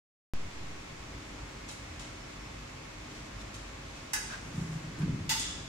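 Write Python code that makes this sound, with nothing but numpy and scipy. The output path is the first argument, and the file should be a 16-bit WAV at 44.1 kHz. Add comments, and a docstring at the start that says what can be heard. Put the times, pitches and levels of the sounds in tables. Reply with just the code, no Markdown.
"""The clamp tray of a paint mixer booms over its rails, clacks against its end stop and rattles.
Its rollers drive the cabinet's panel resonances; each impact on steel excites modes that ring and decay.
Before that a man steps up with rustling clothes, unlatches the door on its faintly squeaking hinge,
and the clamp catch snaps free. A large workshop hall reverberates over steady ventilation.
The sound opens with a soft pop."""
import sys
import numpy as np
from scipy import signal
from scipy.fft import rfft, irfft
from scipy.io import wavfile
from scipy.ndimage import uniform_filter1d

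SR = 44100
rng = np.random.default_rng(int(sys.argv[2]) if len(sys.argv) > 2 else 0)


def to_wav(sig):
    """Store sig (one row per channel, or 1-D mono) as 16-bit WAV at the path in sys.argv[1].

    Samples outside -1..1 are clipped; the rate is SR.
    """
    pcm = np.clip(np.atleast_2d(sig), -1, 1) * 32767
    pcm = np.round(pcm).astype(np.int16)
    wavfile.write(sys.argv[1], SR, pcm.T)  # frames by channels


N = 250488
T = np.arange(N) / SR
TAIL = np.arange(SR) / SR  # time axis of echoes and booms, 1 s
RING = TAIL[:SR // 2]  # time axis of impacts and squeaks, 0.5 s

# Spectra give shape only; mode and resonance gains are relative.
# air noise common to both sides: frequency_hz, density_db
AIR_MID_SPECTRUM = [(15, -46), (25, -13), (50, 1.5), (66, -5), (135, -3), (175, -9), (255, -7.5),
                    (330, -11.5), (450, -15.5), (600, -19), (850, -17), (1100, -16), (1500, -18.5),
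                    (2250, -19.5), (3200, -23.5), (4500, -26), (7100, -28), (10500, -43), (15500, -53)]
# air noise differing between the sides: frequency_hz, density_db
AIR_SIDE_SPECTRUM = [(35, -51), (60, -23), (175, -15.5), (298, -9), (343, -2), (394, -16), (486, -4),
                     (657, -6), (1420, -10.5), (2250, -7), (3270, -15), (6710, -17.5), (15500, -44.5)]
# tones of distant motors: pitch_hz, level_db
MOTOR_TONES = [(49.5, -56), (100, -64), (300.5, -62), (397, -70), (549, -67.5), (646, -69.5), (1098, -68.5),
               (2170, -69), (2578, -70.5), (3467, -75)]
# hall reverberation: frequency_hz, t60_s
HALL_DECAY = [(200, 0.3), (1000, 0.62), (4000, 0.83), (7000, 0.84), (11000, 0.4), (16000, 0.23)]

# clothes rustle as he steps and bends: peak_s, level_db, rise_and_fall_s
CLOTH_STROKES = [(.66, -59.5, 0.17), (2.32, -59, .06), (3.16, -53, 0.074), (3.41, -50.5, 0.022),
                 (3.98, -55.5, 0.12)]
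# cloth friction: frequency_hz, density_db
CLOTH_SPECTRUM = [(500, -15), (1500, -13), (3500, -3), (7000, -8), (10000, -20.5), (15000, -35)]
# a footfall and the door pulling free: start_s, level_db, pitch_hz, swell_s
THUDS = [(1.425, -48, 98, 0.011), (1.895, -42.5, 77.4, 0.015), (1.935, -52, 85.6, .013)]
# slips of the hinge: start_s, length_s, level_db, pitch_hz
HINGE_SLIPS = [(2.19, .068, -63, 5370), (2.388, .032, -62, 5380), (2.412, .075, -62, 5300)]
# light clicks of door latch and fittings: start_s, level_db, tilt_db_per_octave
LATCH_BLOWS = [(1.680, -51, 3), (1.688, -43, 5), (1.712, -50, 13), (1.994, -44.5, 4), (2.015, -52, 4),
               (2.044, -51, 1), (3.541, -46, 6.5), (4.987, -55, 12)]
# dense sheet modes at the latch: frequency_hz, density_db
LATCH_SPECTRUM = [(500, 5), (1000, 10), (2000, 3), (3200, 5.5), (5000, 0.5), (7000, 0), (10000, -11.5),
                  (15000, -36)]
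# mode clusters of the latch: pitch_hz, gain_db, t60_s
LATCH_MODES = [(2170, -10, .2), (3130, 6, 0.22), (3360, -6, .15), (3840, 5, 0.21), (6300, -6, .14),
               (7040, -5, 0.18)]

# the clamp scrapes as it gives way: peak_s, level_db, rise_and_fall_s
SCRAPE_STROKES = [(4.334, -39.5, 0.04), (5.02, -46, 0.025)]
# clamp friction: frequency_hz, density_db
SCRAPE_SPECTRUM = [(600, -19), (1250, -13.5), (1480, -6), (1620, -0.5), (1760, -15), (2600, -18),
                   (6000, -26), (12000, -45)]
# blows on the clamp catch: start_s, level_db, tilt_db_per_octave
CATCH_BLOWS = [(4.1325, -26.5, 3), (4.140, -32, 6), (4.153, -35.5, 0)]
# dense sheet modes at the catch: frequency_hz, density_db
CATCH_SPECTRUM = [(400, -36), (750, -12), (900, -12), (1300, -1), (1600, -1), (1950, -7), (2300, -10),
                  (2700, -2), (3100, -7), (4250, -15), (4700, -4), (6300, -6), (6800, -5), (7300, -8.5),
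                  (8000, -8), (9500, -10), (10800, -16), (15500, -22)]
# mode clusters of the catch: pitch_hz, gain_db, t60_s
CATCH_MODES = [(873, 4, 0.16), (1500, 2, 0.14), (1680, 1.5, 0.24), (1690, 6.5, 0.081), (1780, -1, 0.13),
               (1996, 9.5, 0.099), (2510, -6, 0.25), (3840, -6.5, 0.2), (4780, -11, 0.12), (5400, -5, 0.13),
               (6200, -3, 0.16), (7732, -9, 0.082), (7840, -3.5, 0.054), (9200, -4, 0.055),
               (10250, -7, 0.053), (12460, -15, .09)]
# dense modes of the loose clamp handle: frequency_hz, density_db
HANDLE_SPECTRUM = [(900, -26), (2400, -15), (3300, 0), (4100, -4.5), (5100, -9), (5800, -3), (7000, -0.5),
                   (8500, -1), (10500, -12.5), (15500, -27)]
# mode clusters of the handle: pitch_hz, gain_db, t60_s
HANDLE_MODES = [(3390, -2.5, .22), (3536, -1, 0.28), (5130, -4, 0.15), (5270, 1, .12), (6300, -2, .12),
                (6910, 4, .13), (6800, 1, .1)]

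# the tray hits its end stop and rattles: start_s, level_db, tilt_db_per_octave
STOP_BLOWS = [(5.292, -26, 0.5), (5.309, -29.5, -1), (5.317, -37.5, -2.5), (5.335, -41, 2), (5.352, -48, 4),
              (5.364, -38.5, 0), (5.378, -49, 2)]
# dense sheet modes at the stop: frequency_hz, density_db
STOP_SPECTRUM = [(400, -50), (750, -10), (900, -13), (1050, -13), (1400, -9.5), (1650, -8), (2050, -6),
                 (2400, -9), (2800, -6.5), (4000, -10), (4900, -2), (5800, -6.5), (6600, -4.5), (8800, -11),
                 (11000, -17), (15500, -19)]
# mode clusters of the stop: pitch_hz, gain_db, t60_s
STOP_MODES = [(870, 2.5, 0.18), (1780, -10, .14), (1985, 1.5, 0.12), (2020, 5, 0.14), (2740, 0.5, 0.2),
              (2940, 0, 0.15), (3470, -1, 0.32), (3835, 0, 0.21), (4300, -2, 0.21), (4560, -6, .13),
              (4940, 0.5, 0.25), (5120, 0, 0.16), (5370, -9, .14), (6530, 4.5, 0.13), (7250, -2, .1),
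              (7900, -6, 0.12), (8950, -4, .12), (11800, -16, .12), (14000, -11, .11)]
# the tray plate answers the stop with hollow knocks: start_s, level_db, pitch_hz, swell_s
PLATE_KNOCKS = [(5.304, -37, 893, 0.0075), (5.350, -44, 896, .012)]
# the hands pull the tray in surges: peak_s, rumble_db, hiss_db, rise_s, fall_s
TRAY_PULLS = [(4.61, -43.5, -52, 0.14, 0.099), (4.76, -57, -58, 0.094, 0.079),
              (5.08, -33, -78, 0.068, 0.13), (5.6, -51.5, -74, 0.69, 0.22)]
# the hardest bumps of the rollers on the rails: start_s, level_db, pitch_hz, swell_s
ROLLER_BUMPS = [(4.541, -35, 152, 0.0062), (4.577, -29, 159, 0.0063), (4.612, -31.5, 168, 0.0074),
                (4.643, -34, 156, 0.0068), (4.692, -36, 159, 0.012), (4.723, -40, 154, .008),
                (4.754, -31.5, 147, 0.0077), (4.842, -38, 150, 0.0071), (4.872, -40, 151, 0.0089),
                (4.992, -39, 290, 0.0023), (5.000, -34, 147, 0.0088), (5.028, -25.5, 169.4, 0.008),
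                (5.061, -33, 165, .002), (5.081, -38, 190, .002), (5.092, -30, 145, 0.0074),
                (5.128, -30, 160, .003), (5.152, -33.5, 151, .008), (5.200, -35.5, 97, 0.013)]
# cabinet panel resonances: centre_hz, width_hz, gain_db
PANEL_RESONANCES = [(50, 7.8, -9), (101.6, 24, 0.5), (160, 23, 5), (253, 32, -3), (340, 90, -11)]
# steel sliding on the rails: frequency_hz, density_db
RAIL_SPECTRUM = [(400, -8), (1500, 6.5), (3000, -10), (7000, -0.5), (11000, -13), (15000, -28)]


def undb(db):
    """Amplitude ratio of a level in decibels."""
    return 10 ** (np.asarray(db) / 20)


def unit(x):
    """Normalisation to rms 1."""
    return x / np.sqrt(np.mean(x ** 2))


def along(points, hz):
    """Interpolation of (frequency_hz, value) points on a log-frequency axis."""
    frequencies, values = np.transpose(points)
    return np.interp(np.log(hz + 1), np.log(frequencies), values)


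def shape(x, gain):
    """Zero-phase filtering: the spectrum is multiplied by gain(hz)."""
    n = x.shape[-1]
    return irfft(rfft(x) * gain(np.arange(n // 2 + 1) * SR / n), n)


def noise(spectrum, size):
    """Spectral shaping of white noise, at rms 1."""
    return unit(shape(rng.standard_normal(size), lambda hz: undb(along(spectrum, hz))))


def wander(rate_hz):
    """Random modulation: smoothed steps with a spread near 1."""
    hold = int(SR / rate_hz)
    steps = np.repeat(rng.standard_normal(N // hold + 1), hold)
    return 1.3 * uniform_filter1d(uniform_filter1d(steps, hold), hold)[:N]


def add(out, start_s, x):
    """Superposition of x on out from start_s."""
    i = int(start_s * SR)
    out[:, i:i + x.shape[-1]] += x[..., :N - i]


def surge(peak_s, db, rise_s, fall_s):
    """Exponential growth to a peak, then exponential decay."""
    return undb(db) * np.exp(-abs(T - peak_s) / np.where(T < peak_s, rise_s, fall_s))


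def damped(x, t60):
    """Frequency-dependent damping: each half-octave band falls 60 dB in t60(hz) seconds."""
    out = 0
    for centre_hz in 125 * 2 ** (np.arange(15) / 2):
        band = shape(x, lambda hz: np.clip(1 - 2 * abs(np.log2((hz + 1) / centre_hz)), 0, 1))
        out += band * np.exp(-np.log(1000) * TAIL[:x.shape[-1]] / t60(centre_hz))
    return out


def friction(strokes, spectrum, grain_db):
    """Friction noise swells with each stroke and flickers as the surfaces catch and slip."""
    pressure = sum(surge(peak_s, db, fade_s, fade_s) for peak_s, db, fade_s in strokes)
    return noise(spectrum, (2, N)) * pressure * undb(grain_db * wander(120))


def booms(pushes):
    """Transient response of one mode: a tone swells and fades; a short push gives a dull knock."""
    out = np.zeros((2, N))
    for start_s, db, hz, swell_s in pushes:
        swell = TAIL / swell_s * np.exp(1 - TAIL / swell_s)
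        add(out, start_s, undb(db) * swell * np.sqrt(2) * np.sin(2 * np.pi * hz * TAIL))
    return out


def clusters(modes, cluster_hz, tilt):
    """Close modes beat, as narrow bands of decaying noise; cluster_hz is their half-width at 1 kHz."""
    struck, ringing = 0, 0
    for pitch_hz, db, t60_s in modes:
        width_hz = cluster_hz * np.sqrt(pitch_hz / 1000)
        resonance = lambda hz: undb(db) * tilt(pitch_hz) / (1 + ((hz - pitch_hz) / width_hz) ** 2)
        band = shape(rng.standard_normal((2, len(RING))), resonance)
        struck += band
        ringing += band * np.exp(-np.log(1000) * RING / t60_s)
    return ringing / np.std(struck)


def struck_steel(blows, spectrum, modes, bass_t60_s, modes_db, cluster_hz, damping, contact_s):
    """Impact excitation: a contact crack, dense sheet modes whose highs die first, and mode clusters."""
    crack_db, crack_fade_s = -5, .002
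    out = np.zeros((2, N))
    t60 = lambda hz: bass_t60_s / (1 + damping * (hz / 10000) ** 2)
    for start_s, db, db_per_octave in blows:
        tilt = lambda hz: undb(db_per_octave * np.log2(np.maximum(hz, 1500) / 4000))
        white = rng.standard_normal((2, len(RING)))
        sheet = shape(white, lambda hz: tilt(hz) * undb(along(spectrum, hz)))
        ring = damped(unit(sheet), t60) + undb(modes_db) * clusters(modes, cluster_hz, tilt)
        crack = undb(crack_db) * unit(np.gradient(sheet, axis=1)) * np.exp(-RING / crack_fade_s)
        attack = 1 - np.exp(-RING / contact_s)
        add(out, start_s, undb(db) * (ring + crack) * attack)
    return out


def ventilation():
    """Broadband air noise, coherent between the sides in the bass, with the tones of distant motors."""
    mid = noise(AIR_MID_SPECTRUM, N) * undb(-46.5 + 0.29 * wander(5.37))
    side = noise(AIR_SIDE_SPECTRUM, N) * undb(-50.5)
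    hum = 0
    for hz, db in MOTOR_TONES:
        amplitude = np.sqrt(2) * undb(db + 2 * wander(3.86))
        phase_drift = np.sqrt(hz / 600) * wander(14)  # unsteady shaft speed smears high tones most
        hum += amplitude * np.sin(2 * np.pi * hz * T + phase_drift)
    return mid + hum + np.array([side, -side])


def hall(x, wet_db, build_s):
    """Reverberation: a diffuse field builds up and decays, lasting longest at 4-7 kHz."""
    echoes = damped(rng.standard_normal((2, SR)), lambda hz: along(HALL_DECAY, hz))
    response = unit(echoes * (1 - np.exp(-TAIL / build_s))) / np.sqrt(SR)
    return x + undb(wet_db) * signal.fftconvolve(x, response, axes=1)[:, :N]


def clothes():
    """Friction of cloth on cloth gives a grainy rustle."""
    return friction(CLOTH_STROKES, CLOTH_SPECTRUM, grain_db=2.0)


def hinge(sag_hz_per_s=540, wobble_hz=110, edge_s=.012):
    """Stick-slip friction: each slip of the dry hinge sings a thin tone that sags and wavers."""
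    out = np.zeros((2, N))
    for start_s, length_s, db, hz in HINGE_SLIPS:
        pitch_hz = hz - sag_hz_per_s * RING + wobble_hz * wander(700)[:len(RING)]
        slip = np.clip(np.minimum(RING, length_s - RING) / edge_s, 0, 1)
        add(out, start_s, undb(db) * slip * np.sqrt(2) * np.sin(2 * np.pi * np.cumsum(pitch_hz) / SR))
    return out


def door_latch():
    """Brief, light impacts excite the high modes of the latch and fittings."""
    return struck_steel(LATCH_BLOWS, LATCH_SPECTRUM, LATCH_MODES, bass_t60_s=0.21,
                        modes_db=-9.0, cluster_hz=28, damping=0.18, contact_s=0.00061)


def clamp_scrape():
    """Sliding friction of the clamp gives a hiss that peaks near 1.6 kHz."""
    return friction(SCRAPE_STROKES, SCRAPE_SPECTRUM, grain_db=0.5)


def clamp_catch():
    """Free vibration after three quick blows as the catch snaps open, a little to the right."""
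    snap = struck_steel(CATCH_BLOWS, CATCH_SPECTRUM, CATCH_MODES, bass_t60_s=0.12,
                        modes_db=0.5, cluster_hz=40, damping=0.4, contact_s=0.0019)
    return snap * undb([[-1], [1]])


def loose_handle(start_s=5.395, first_gap_s=.019, gap_growth=1.2):
    """Inelastic collisions: the swinging handle taps ever more slowly, weakly and dully."""
    tap = np.arange(5)
    gaps_s = first_gap_s * gap_growth ** tap
    times_s = start_s + np.cumsum(gaps_s) - gaps_s
    levels_db = -33.5 - 3 * tap
    db_per_octave = 0.5 - 4 * tap
    blows = zip(times_s, levels_db, db_per_octave)
    return struck_steel(blows, HANDLE_SPECTRUM, HANDLE_MODES, bass_t60_s=0.17,
                        modes_db=-2.0, cluster_hz=27, damping=0.21, contact_s=0.00071)


def end_stop():
    """Impact and rebound: the tray strikes its stop repeatedly and rings the steel's modes."""
    return struck_steel(STOP_BLOWS, STOP_SPECTRUM, STOP_MODES, bass_t60_s=0.2,
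                        modes_db=-0.5, cluster_hz=32, damping=.12, contact_s=0.0019)


def judder(rolling, count=48, bumps_per_s=28, panel_hz=155, swell_s=0.0034):
    """Irregular excitation: from the catch's release on, small bumps scale with the rolling envelope."""
    lateness, size, detune = rng.standard_normal((count, 3)).T
    release_s = CATCH_BLOWS[0][0]
    times_s = release_s + (np.arange(count) + lateness / 4) / bumps_per_s
    levels_db = 20 * np.log10(np.interp(times_s, T, rolling)) - 4 + 0.5 * size
    pitches_hz = panel_hz * (1 + 0.087 * detune)
    bumps = np.transpose([times_s, levels_db, pitches_hz, np.full(count, swell_s)])
    return booms(bumps[times_s < T[-1]])


def rolling_tray():
    """Forced vibration: the rollers shake the cabinet panels, hiss on the rails and boom over bumps."""
    rolling = sum(surge(peak_s, db, rise_s, fall_s) for peak_s, db, _, rise_s, fall_s in TRAY_PULLS)
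    sliding = sum(surge(peak_s, db, rise_s, fall_s) for peak_s, _, db, rise_s, fall_s in TRAY_PULLS)
    panels = lambda hz: sum(undb(db) / (1 + 2 * ((hz - centre_hz) / width_hz) ** 2)
                            for centre_hz, width_hz, db in PANEL_RESONANCES)
    mid, side = unit(shape(rng.standard_normal((2, N)), panels))
    rumble = (mid + undb(-16.0) * np.array([side, -side])) * rolling
    hiss = noise(RAIL_SPECTRUM, (2, N)) * sliding
    bumps = booms(ROLLER_BUMPS) + judder(rolling)
    return bumps + rumble + hiss * undb(1.2 * wander(39))


def scene():
    """Superposition: strongly reverberant steel impacts, drier handling sounds and the ventilation."""
    impacts = door_latch() + clamp_catch() + end_stop() + loose_handle()
    rubbing = clothes() + clamp_scrape()
    thumps = booms(THUDS) + booms(PLATE_KNOCKS)
    metal = hall(impacts, wet_db=-5.0, build_s=0.0068)
    handling = hall(rolling_tray() + thumps + rubbing + hinge(), wet_db=-23.0, build_s=0.055)
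    return metal + handling + ventilation()


def record(dry, open_s=.336, pop_db=-27.5, cutoff_hz=15700):
    """Damped step response: silence ends in a soft pop whose offset swings to rest; the top is cut."""
    age_s = np.maximum(T - open_s, 0)
    pop = -undb(pop_db) * np.exp(-age_s / .22) * np.cos(2 * np.pi * 1.4 * age_s)
    lowpass = signal.ellip(10, .2, 80, cutoff_hz, fs=SR, output="sos")
    return signal.sosfilt(lowpass, (dry + pop) * (T >= open_s))


dry = scene()
out = record(dry)
to_wav(out)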